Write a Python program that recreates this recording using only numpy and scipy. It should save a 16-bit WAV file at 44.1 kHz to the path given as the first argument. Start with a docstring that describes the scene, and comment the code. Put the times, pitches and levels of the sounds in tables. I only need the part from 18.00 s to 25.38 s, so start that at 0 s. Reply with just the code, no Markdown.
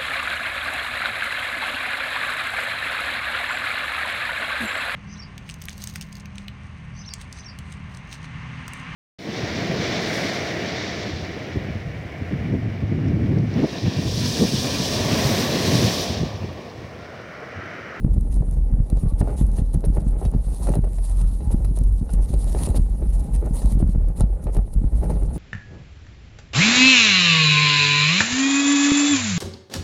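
"""Low wobble and thumps of a mountain bike rolling down a dirt trail under dry leaves.
A camera mount strapped to the rider swings near 43 Hz and jolts over roots and stones.
Tyres rumble, loose parts ring the frame and chain, leaves crunch through the microphone's
whistling port. Faint fuzzy whistles come and go; loud thumps duck the treble."""
import sys
import numpy as np
from scipy import signal
from scipy.fft import rfft, irfft, next_fast_len
from scipy.io import wavfile
from scipy.ndimage import uniform_filter1d

SR = 44100
rng = np.random.default_rng(int(sys.argv[2]) if len(sys.argv) > 2 else 0)


def log_audio(samples):
    """Write samples as a 16-bit WAV file to the path given in sys.argv[1]."""
    # one column per channel
    frames = np.atleast_2d(samples).T
    # limit to full scale, then quantise
    limited = np.clip(frames, -1, 1)
    pcm = np.round(limited * 32767).astype(np.int16)
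    wavfile.write(sys.argv[1], SR, pcm)


N = 325458

# root and stone impacts: (time [s], level [dB])
JOLTS = [(0.048, -4), (0.068, -10.5), (0.182, -7.5), (0.41, -7), (0.572, -16), (0.588, -17.5),
         (0.725, -16.5), (0.738, -7), (0.786, -16), (0.804, -7), (0.929, -9), (0.974, -20), (1.038, -7.5),
         (1.051, -13), (1.067, -12.5), (1.125, -18.5), (1.211, -6.5), (1.229, -8.5), (1.398, -21),
         (1.414, -4), (1.431, -14), (1.486, -18.5), (1.595, -11.5), (1.621, -10), (1.75, -9.5),
         (1.76, -7.5), (1.776, -9), (1.873, -10.5), (1.886, -10), (1.902, -10), (1.984, -7.5), (2.069, -10),
         (2.262, -10), (2.35, -10), (2.363, -10.5), (2.472, -20), (2.704, -8), (2.772, -9), (2.791, -7),
         (3.224, -17.5), (3.476, -17.5), (3.527, -31), (3.546, -6), (3.814, -9.5), (4.016, -13.5),
         (4.029, -16), (4.14, -11.5), (4.306, -15), (4.347, -17), (4.676, -14), (4.698, -11), (4.783, -10),
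         (4.797, -9), (5.038, -22), (5.355, -18), (5.511, -12.5), (5.648, -13.5), (5.728, -15),
         (5.755, -10.5), (5.773, -13), (5.828, -2), (5.843, -12), (5.893, -12.5), (5.96, -8.5),
         (5.981, -13), (6.212, -6), (6.231, -30), (6.24, -8.5), (6.46, -15.5), (6.576, -9.5), (6.591, -7),
         (6.764, -13.5), (6.818, -15.5), (6.844, -9), (7.096, -23), (7.108, -22)]
# loose parts hitting the frame:
# (time [s], level [dB], frame centre [Hz], clink re knock [dB], clink centre [Hz])
KNOCKS = [(0.08, -28, 402, -27, 2480), (0.17, -32, 388, -42, 3180), (0.27, -35.5, 636, -25, 2212),
          (0.367, -33.5, 600, -22, 2300), (0.393, -41, 500, -30, 2300), (0.4225, -24, 615, -33, 2067),
          (0.569, -37, 495, -30, 2200), (0.9, -42, 952, -8, 3840), (0.922, -28, 373, -28, 2707),
          (1.029, -32, 324.8, -39, 2360), (1.058, -30.5, 458.3, -31, 2336), (1.213, -15.5, 722, -21, 2030),
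          (1.274, -18, 710, -27, 2140), (1.329, -27.5, 770, -32, 2800), (1.584, -25.5, 531, -15, 3850),
          (1.616, -40, 502, -25, 2373), (1.746, -30, 343, -17, 2950), (1.84, -20, 554, -21, 3170),
          (1.946, -31, 607, -26, 2417), (1.97, -19.5, 540.5, -30.5, 2437), (2.215, -22.5, 700, -36, 2980),
          (2.2519, -22, 699, -18, 4220), (2.338, -23, 511, -27, 3056), (2.67, -23, 848.7, -16.5, 2625),
          (2.688, -14.5, 582, -22, 2520), (2.737, -19, 786, -19, 2670), (2.755, -19, 650, -26, 4190),
          (2.842, -23, 614.6, -24, 2483), (2.906, -34.5, 556.5, -33, 3952), (2.984, -32.5, 754, -16, 3210),
          (3.211, -40, 962, -1, 2662), (3.242, -46, 1118, -1.5, 2586), (3.406, -30, 556.6, -20, 3604),
          (3.506, -27.5, 751, -29, 3967), (3.646, -34.5, 949, -9, 3896), (3.774, -26, 665.4, -34, 3716),
          (4.01, -35, 378, -35, 3776), (4.092, -30, 901, -19, 3730), (4.192, -30.5, 735.5, -24, 2750),
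          (4.339, -22, 452.8, -22.5, 4320), (4.471, -31, 611.7, -28, 3694), (4.548, -17, 561.7, -20, 2985),
          (4.621, -37, 595, -22, 3030), (4.673, -17.5, 485.4, -29, 3160), (4.745, -21, 653.2, -24, 3678),
          (5.024, -25, 320, -29, 3525), (5.426, -25, 495.5, -39, 3120), (5.467, -23.5, 702.7, -29, 2402),
          (5.618, -27, 547, -15, 3461), (5.802, -21, 427.2, -36, 3154), (5.949, -26.5, 561, -33, 2407),
          (6.046, -44, 775.3, -26, 2292), (6.206, -18.5, 841, -18.5, 4598), (6.298, -31.5, 473, -25, 2076),
          (6.468, -22, 707, -19.5, 2513), (6.551, -24.5, 603, -18, 2194), (6.566, -20, 598.4, -18, 2574),
          (6.839, -35, 351.8, -34, 2365), (7.03, -20.5, 705.4, -32, 2403),
          (7.103, -17.5, 605.4, -42.5, 3050), (7.224, -25.5, 431.5, -25, 2861)]


def mount_wobble(rest_db=-31.5, drift=0.048, slip=0.3366, overtone_db=-20,
                 wind_db=-9, wind_hz=40, wind_bandwidth_hz=50):
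    """One low mode, pushed off pitch by the ground, most when it swings least; gusts flutter with it."""
    # bouts of swinging on the strap: (middle [s], length [s], level [dB], pitch [Hz])
    swings = [(0.065, 0.11, -21, 45.8), (0.124, 0.073, -13.5, 42.9), (0.232, 0.15, -17, 38.5),
              (0.307, 0.043, -16, 45.4), (0.374, 0.08, -14, 45.8), (0.492, 0.13, -19.5, 42.27),
              (0.609, 0.25, -16.5, 40.74), (0.739, 0.042, -10, 40.54), (0.813, 0.12, -16.5, 39.65),
              (0.949, 0.12, -15, 46.1), (1.071, 0.089, -15.5, 37.14), (1.142, 0.024, -11.5, 44.64),
              (1.229, 0.268, -19.5, 44), (1.437, 0.051, -10, 46.17), (1.506, 0.066, -17, 42.3),
              (1.621, 0.53, -19.5, 41.57), (1.783, 0.074, -28, 40.26), (1.909, 0.18, -16, 43.37),
              (2.007, 0.092, -20, 52.56), (2.115, 0.19, -17, 42.1), (2.268, 0.096, -15, 49.86),
              (2.383, 0.099, -15, 43.25), (2.5, 0.086, -16.5, 45.6), (2.748, 0.4, -18.5, 45.7),
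              (2.849, 0.33, -20.5, 45.04), (3.012, 0.12, -18.5, 43.45), (3.219, 0.4, -15.5, 44.2),
              (3.532, 0.15, -14.5, 42.7), (3.683, 0.17, -14.5, 47.7), (3.877, 0.29, -13, 46.4),
              (4.03, 0.042, -15.5, 43.28), (4.186, 0.17, -14, 44.7), (4.357, 0.094, -13.5, 50.28),
              (4.447, 0.21, -17, 44.47), (4.575, 0.19, -20, 45.36), (4.7, 0.071, -15, 46.32),
              (4.808, 0.2, -15, 44.04), (4.929, 0.085, -15, 45.85), (5.037, 0.045, -12.5, 48.93),
              (5.094, 0.07, -16.5, 46.8), (5.167, 0.15, -15.5, 42.23), (5.355, 0.092, -15, 45.71),
              (5.437, 0.13, -19, 52.5), (5.536, 0.17, -19.5, 40.6), (5.659, 0.093, -13, 46.1),
              (5.773, 0.16, -14, 46.5), (5.874, 0.096, -13, 40.58), (6.023, 0.3, -15.5, 38.45),
              (6.236, 0.11, -13.5, 45.56), (6.328, 0.094, -17, 47.83), (6.501, 0.11, -18, 45.55),
              (6.605, 0.13, -15, 43.8), (6.782, 0.077, -12.5, 42.1), (6.862, 0.064, -14.5, 40.73),
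              (6.95, 0.067, -13.5, 51.7), (7.002, 0.039, -17.5, 52.98), (7.068, 0.054, -17, 45.9),
              (7.154, 0.18, -18.5, 50.72), (7.251, 0.092, -14, 43.86)]
    power = np.full(N, amp(2 * rest_db))
    for s, length_s, db, _ in swings:
        arch = np.sin(np.linspace(0, np.pi, round(length_s * SR)))
        add(power, s - length_s / 2, (amp(db) * arch) ** 2)
    level = np.sqrt(power)
    pitch_hz = curves([(s, hz) for s, _, _, hz in swings])[0]
    pitch_spread = drift + slip * np.clip(1 - level / 0.0816, 0, 1)
    phase = 2 * np.pi * np.cumsum(pitch_hz * (1 + pitch_spread * wander(ms=14.8))) / SR
    swing = np.sqrt(2) * (np.sin(phase) + amp(overtone_db) * np.cos(2 * phase))
    b, a = signal.iirpeak(wind_hz, wind_hz / wind_bandwidth_hz, SR)
    wind = signal.lfilter(b, a, signal.lfilter(b, a, rng.standard_normal(N)))
    return level * unit_rms(swing + amp(wind_db) * unit_rms(wind))


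def jolts(width_ms=1.18, rebound=0.29, rebound_widths=1.9, click_db=-22):
    """Each impact is a short push of either sign inside a wider, weaker swing the other way."""
    out, t_ms = np.zeros(N), np.arange(-800, 800) / SR * 1000
    for (s, db), (side, stretch) in zip(JOLTS, rng.uniform(-1.24, 1, (len(JOLTS), 2))):
        u = t_ms / (width_ms * (1 + stretch / 5))
        push = np.exp(-.5 * u ** 2) - rebound * np.exp(-.5 * ((u - 1.5) / rebound_widths) ** 2)
        click = amp(click_db) * np.exp(-np.hypot(3.7 * (u + 1), 0.25))  # sharp, at the thump's start
        add(out, s - 800 / SR, np.sign(side) * amp(db) * (push + click) / (1 - rebound))
    return out


def tyres(lumpy_db=2.5, gritty_db=8.0, taps_db=-6, taps_per_s=120):
    """Dirt heard through the frame: rumble swells at jolts, grit at knocks; single pebbles tap."""
    # rolling between bumps: (time [s], rumble [dB], grit [dB])
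    rolling = [(0.1, -24.5, -53.5), (0.76, -34, -48), (1.28, -32, -46.5), (1.66, -32.5, -49.5),
               (2.14, -29, -44.5), (2.46, -36, -48), (2.75, -27, -50), (3.05, -42, -70.5),
               (3.35, -28.5, -52), (3.63, -27.5, -48.5), (3.85, -33, -72), (4.09, -33.5, -47),
               (4.61, -25.5, -46.5), (4.83, -31, -50.5), (5.39, -28, -46.5), (5.81, -27, -49.5),
               (6.32, -36.5, -47.5), (6.8, -33.5, -51.5), (7.12, -22.5, -39.5), (7.3, -25, -42)]
    # tyre rumble spectrum: (frequency [Hz], gain [dB])
    rumble_eq = [(35, -110), (60, 16), (73, -0.5), (102, -3), (174, -1.5), (500, -27), (650, -95),
                 (1100, -120)]
    # grit spectrum: (frequency [Hz], gain [dB])
    grit_eq = [(150, -70), (250, -9), (523, -6), (745, -14.5), (835, -11), (936, -23), (1400, -27),
               (1560, -32.5), (2020, -33.5), (3000, -43), (3900, -58), (6600, -120)]
    rumble_db, grit_db = curves(rolling)
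    shudder = amp(-17.5) * swells(JOLTS, decay_ms=22.7, lead_ratio=0.78)
    scatter = amp(-17.5) * swells(KNOCKS, decay_ms=28.7, lead_ratio=0.2)
    roughness = wander(ms=12)
    rumble = coloured(amp(lumpy_db * roughness) * rng.standard_normal(N), rumble_eq)
    pebbles = (rng.random(N) < taps_per_s / SR) * rng.uniform(-0.71, 1, N)
    taps = coloured(uniform_filter1d(pebbles, size=20), grit_eq[1:])
    flicker = np.tanh((roughness + wander(ms=3) / 2) / 2)
    grit = coloured(amp(gritty_db * flicker) * rng.standard_normal(N), grit_eq)
    low = np.hypot(amp(rumble_db), shudder) * unit_rms(rumble)
    high = np.hypot(amp(grit_db), scatter) * (unit_rms(grit) + amp(taps_db) * unit_rms(taps))
    return low + high


def knocks(rise_s=0.00081):
    """Each blow rings the frame modes near its centre frequency; chain links clink and chatter."""
    # frame resonances: (frequency [Hz], relative level [dB], t60 [s])
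    frame_modes = [(331, 11, 0.082), (396.6, 9.5, 0.078), (469, 6.5, 0.036), (562, 5.5, 0.037),
                   (686, -2.5, 0.05), (798, -6.5, 0.063), (1070, -12, 0.0045), (1353, -8.5, 0.067)]
    # chain resonances: (frequency [Hz], relative level [dB], t60 [s])
    chain_modes = [(1805, 14.5, 0.017), (2650, -2.5, 0.067), (3910, -1, 0.065), (4740, -4, 0.032),
                   (5420, -1.5, 0.033)]
    out, t = np.zeros(N), np.arange(3000) / SR
    rise = 1 - np.exp(-(t / rise_s) ** 2)
    for s, db, frame_hz, clink_db, clink_hz in KNOCKS:
        frame = ring(frame_modes, frame_hz, t, log_spread=0.39)
        chain = ring(chain_modes, clink_hz, t, log_spread=0.54)
        chatter = 1 + unit_rms(uniform_filter1d(rng.standard_normal(len(t)), size=30))
        add(out, s, amp(db) * rise * (frame + amp(clink_db) * chain * chatter))
    return out


def leaves(cracks_per_s=600, crack_spread_db=5.5, hiss_ratio=2.04, clumps_db=1.2, snap_t60_s=0.007):
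    """Tiny uneven cracks in a fine hiss, swelling as heaps are crushed; single snaps on top."""
    # leaf carpet under the wheels: (time [s], level [dB])
    carpet = [(0.0, -58), (1.01, -59.5), (1.42, -53), (1.64, -56.5), (1.97, -58), (2.16, -57.5),
              (2.41, -56), (2.46, -48), (2.65, -44.5), (2.75, -58), (2.96, -51.5), (3.08, -48.5),
              (3.72, -55.5), (4.15, -57), (4.46, -45.5), (4.6, -41.5), (4.87, -53), (5.57, -52),
              (5.69, -56), (5.9, -60.5), (6.76, -61), (7.13, -51.5), (7.38, -58.5)]
    # rustle spectrum, port resonance near 10 kHz: (frequency [Hz], gain [dB])
    rustle_eq = [(880, 3), (1500, -15), (1540, -18), (1900, -10.5), (2350, -16), (2620, -13), (3250, -14.5),
                 (3950, -9.5), (4670, -12), (5570, -12.5), (8000, -9), (9730, 2.5), (12500, -16.5),
                 (15600, -26)]
    # crushed heaps, each lasting 2.5 widths: (middle [s], width [ms], level [dB])
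    heaps = [(0.142, 8.4, -50), (0.342, 33, -52.5), (0.533, 18, -57.5), (1.004, 32, -55), (1.098, 13, -53),
             (1.199, 17.3, -48.5), (1.298, 31, -57), (1.396, 31, -41.5), (1.541, 12.7, -56),
             (1.582, 26, -47.5), (1.741, 10.5, -47), (1.856, 6.8, -44.5), (1.955, 21, -52),
             (2.004, 10.5, -52.5), (2.083, 7.5, -49), (2.199, 23, -53), (2.254, 24, -52.5),
             (2.635, 10.8, -53), (2.701, 73, -50.5), (2.847, 8.1, -51), (2.948, 20, -57), (3.08, 58, -51.5),
             (3.198, 26, -50), (3.523, 11.2, -42.5), (3.651, 5.2, -52), (3.767, 12.2, -49.5),
             (3.838, 5, -54), (3.989, 13, -55), (4.128, 29, -49.5), (4.236, 23, -50.5), (4.301, 20, -51),
             (4.408, 24.6, -52), (4.487, 17.6, -52), (4.624, 39, -42), (4.661, 9.1, -36),
             (4.767, 14, -34.5), (4.897, 5.1, -57), (5.148, 23, -50.5), (5.203, 8.5, -47.5),
             (5.352, 15.3, -43.5), (5.568, 36, -47.5), (5.603, 62, -46.5), (5.702, 38.8, -45),
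             (5.803, 16.2, -52), (5.909, 25.3, -50), (6.196, 33.5, -47), (6.44, 20, -53),
             (6.553, 29, -48.5), (6.738, 9, -49.5), (6.981, 29, -56.5), (7.049, 22, -56), (7.108, 12, -44),
             (7.352, 19, -48)]
    # leaves and twigs breaking: (time [s], level [dB])
    breaks = [(0.21, -37), (0.343, -36), (0.512, -36.5), (0.901, -32), (1.031, -53), (1.442, -46),
              (1.467, -39), (1.517, -42), (1.743, -33.5), (1.951, -41), (2.09, -45), (2.252, -36),
              (2.316, -39.5), (2.746, -34), (2.754, -28.5), (3.647, -36), (3.789, -30), (3.926, -42),
              (4.105, -38), (4.137, -29), (4.34, -32), (4.662, -42), (4.69, -31.5), (4.82, -42),
              (5.723, -35), (5.75, -43), (5.876, -42), (5.931, -45), (6.086, -40.5), (6.199, -33),
              (6.208, -27.5), (6.441, -33.5), (6.548, -33.5), (6.57, -33), (6.739, -33.5), (7.234, -41)]
    onsets = rng.random(N) < cracks_per_s / SR
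    cracks = onsets * amp(crack_spread_db * np.minimum(rng.exponential(1, N), 3.5))
    drive = unit_rms(cracks * rng.standard_normal(N)) + hiss_ratio * rng.standard_normal(N)
    rustle = coloured(drive * amp(clumps_db * wander(ms=15)), rustle_eq)
    rustle = unit_rms(patchy(rustle, spread_db=2.2))
    level = amp(curves(carpet)[0])
    for s, width_ms, db in heaps:
        u = np.linspace(0, 1, round(2.5 * width_ms * SR / 1000))
        trapezoid = np.minimum(np.minimum(u, 1 - u) / 0.31, 1)
        add(level, s - len(u) / SR / 2, amp(db) * trapezoid)
    snap_level, t = np.zeros(N), np.arange(1500) / SR
    for s, db in breaks:
        add(snap_level, s - .0005, 2 * amp(db - 60 * t / snap_t60_s) * (1 - np.exp(-t / 0.0001)))
    snaps = snap_level * unit_rms(coloured(rng.standard_normal(N), rustle_eq))
    return level * rustle + coloured(snaps, [(1500, -14), (4200, -4), (7000, -2)])


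def brake_rub(bandwidth_hz=40):
    """Fuzzy whistles, perhaps a pad brushing its disc: noise in one narrow resonance."""
    # whistles: (middle [s], length [s], pitch [Hz], level [dB])
    rubs = [(1.08, 0.22, 1129, -56.5), (1.25, 0.38, 844, -53.5), (3.12, 0.14, 842, -59),
            (3.22, 0.35, 1252, -59), (3.5, 0.27, 841, -48.5), (5.25, 0.38, 822, -54)]
    out = np.zeros(N)
    for s, length_s, hz, db in rubs:
        fade = np.hanning(round(length_s * SR))
        b, a = signal.iirpeak(hz, hz / bandwidth_hz, SR)
        tone = signal.lfilter(b, a, rng.standard_normal(SR))[:len(fade)]
        add(out, s - length_s / 2, amp(db) * unit_rms(tone) * fade)
    return out


def ring(modes, centre_hz, t, log_spread):
    """Modes struck once, slightly detuned, weighted towards centre_hz."""
    hz, db, t60_s = np.transpose(modes)[:, :, None]
    detune, phase = rng.uniform(-0.45, 1, (2, len(modes), 1))
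    weight = amp(db) * np.exp(-.5 * (np.log(hz / centre_hz) / log_spread) ** 2)
    waves = np.sin(2 * np.pi * hz * (1 + 0.079 * detune) * t + 0.5 * phase)
    return (weight * amp(-60 * t / t60_s) * waves).sum(axis=0) / np.linalg.norm(weight)


def swells(events, decay_ms, lead_ratio):
    """Soft envelope peaking at each event's level; overlaps add in power."""
    power = np.zeros(N)
    for s, db, *_ in events:
        power[round(s * SR)] += amp(2 * db)
    u = np.arange(-SR // 5, SR // 5) / SR * 1000 / decay_ms
    swell = np.exp(-np.where(u < 0, u / lead_ratio, u) ** 2)
    return np.sqrt(abs(signal.oaconvolve(power, swell, "same")))


def patchy(x, spread_db):
    """Patches of about 1.5 kHz by 30 ms swell and sink independently."""
    spectra = signal.stft(x, nperseg=256, noverlap=192)[2]
    field = rng.standard_normal(spectra.shape[::-1]).T
    field = uniform_filter1d(uniform_filter1d(field, size=9, axis=0), size=20, axis=1)
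    return signal.istft(spectra * amp(spread_db * unit_rms(field)), nperseg=256, noverlap=192)[1][:N]


def coloured(x, eq):
    """Filter x by (frequency [Hz], gain [dB]) points."""
    point_hz, db = np.transpose(eq)
    size = next_fast_len(N)
    hz = np.fft.rfftfreq(size, 1 / SR)
    gain = amp(np.interp(np.log(hz + 1), np.log(point_hz + 1), db))
    return irfft(rfft(x, size) * gain, size)[:N]


def wander(ms):
    """Smooth noise, rms 1, changing within about ms."""
    size = round(ms * SR / 1000) + 1
    return unit_rms(uniform_filter1d(uniform_filter1d(rng.standard_normal(N), size), size))


def curves(rows):
    """One per-sample curve for each column after time [s]."""
    s, *columns = np.transpose(rows)
    return [np.interp(np.arange(N) / SR, s, column) for column in columns]


def add(mix, start_s, sound):
    part = mix[max(round(start_s * SR), 0):][:len(sound)]
    part += sound[:len(part)]


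def amp(db):
    return 10 ** (np.asarray(db) / 20)


def unit_rms(x):
    return x / np.sqrt(np.mean(x ** 2) + 1e-20)


def scene():
    return (mount_wobble() + tyres() + jolts() + knocks() + brake_rub() + leaves())[None]


def record(dry, knee_db=-24, duck_db_per_db=0.12, recover_db_s=150, split_hz=500,
           ceiling=0.65, cutoff_hz=15700):
    """Thump-keyed gain control ducks the upper band; the lower band soft-clips; then a low-pass."""
    thump = signal.sosfilt(signal.butter(2, [80, 300], "bandpass", fs=SR, output="sos"), dry)
    power_db = 10 * np.log10(abs(uniform_filter1d(thump[0] ** 2, size=300, origin=149)) + 1e-12)
    fall_db = np.arange(N) * recover_db_s / SR
    held_db = np.maximum.accumulate(power_db + fall_db) - fall_db
    over_db = np.maximum(held_db - knee_db, 0)
    upper = signal.sosfiltfilt(signal.butter(2, split_hz, "highpass", fs=SR, output="sos"), dry)
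    lower = ceiling * np.tanh((dry - upper) / ceiling)
    mixed = lower + upper * amp(-duck_db_per_db * uniform_filter1d(over_db, size=100))
    lowpass = signal.firwin(511, cutoff_hz, window=("kaiser", 9), fs=SR)
    return signal.oaconvolve(mixed, lowpass[None], "same")


dry = scene()
out = record(dry)
log_audio(out)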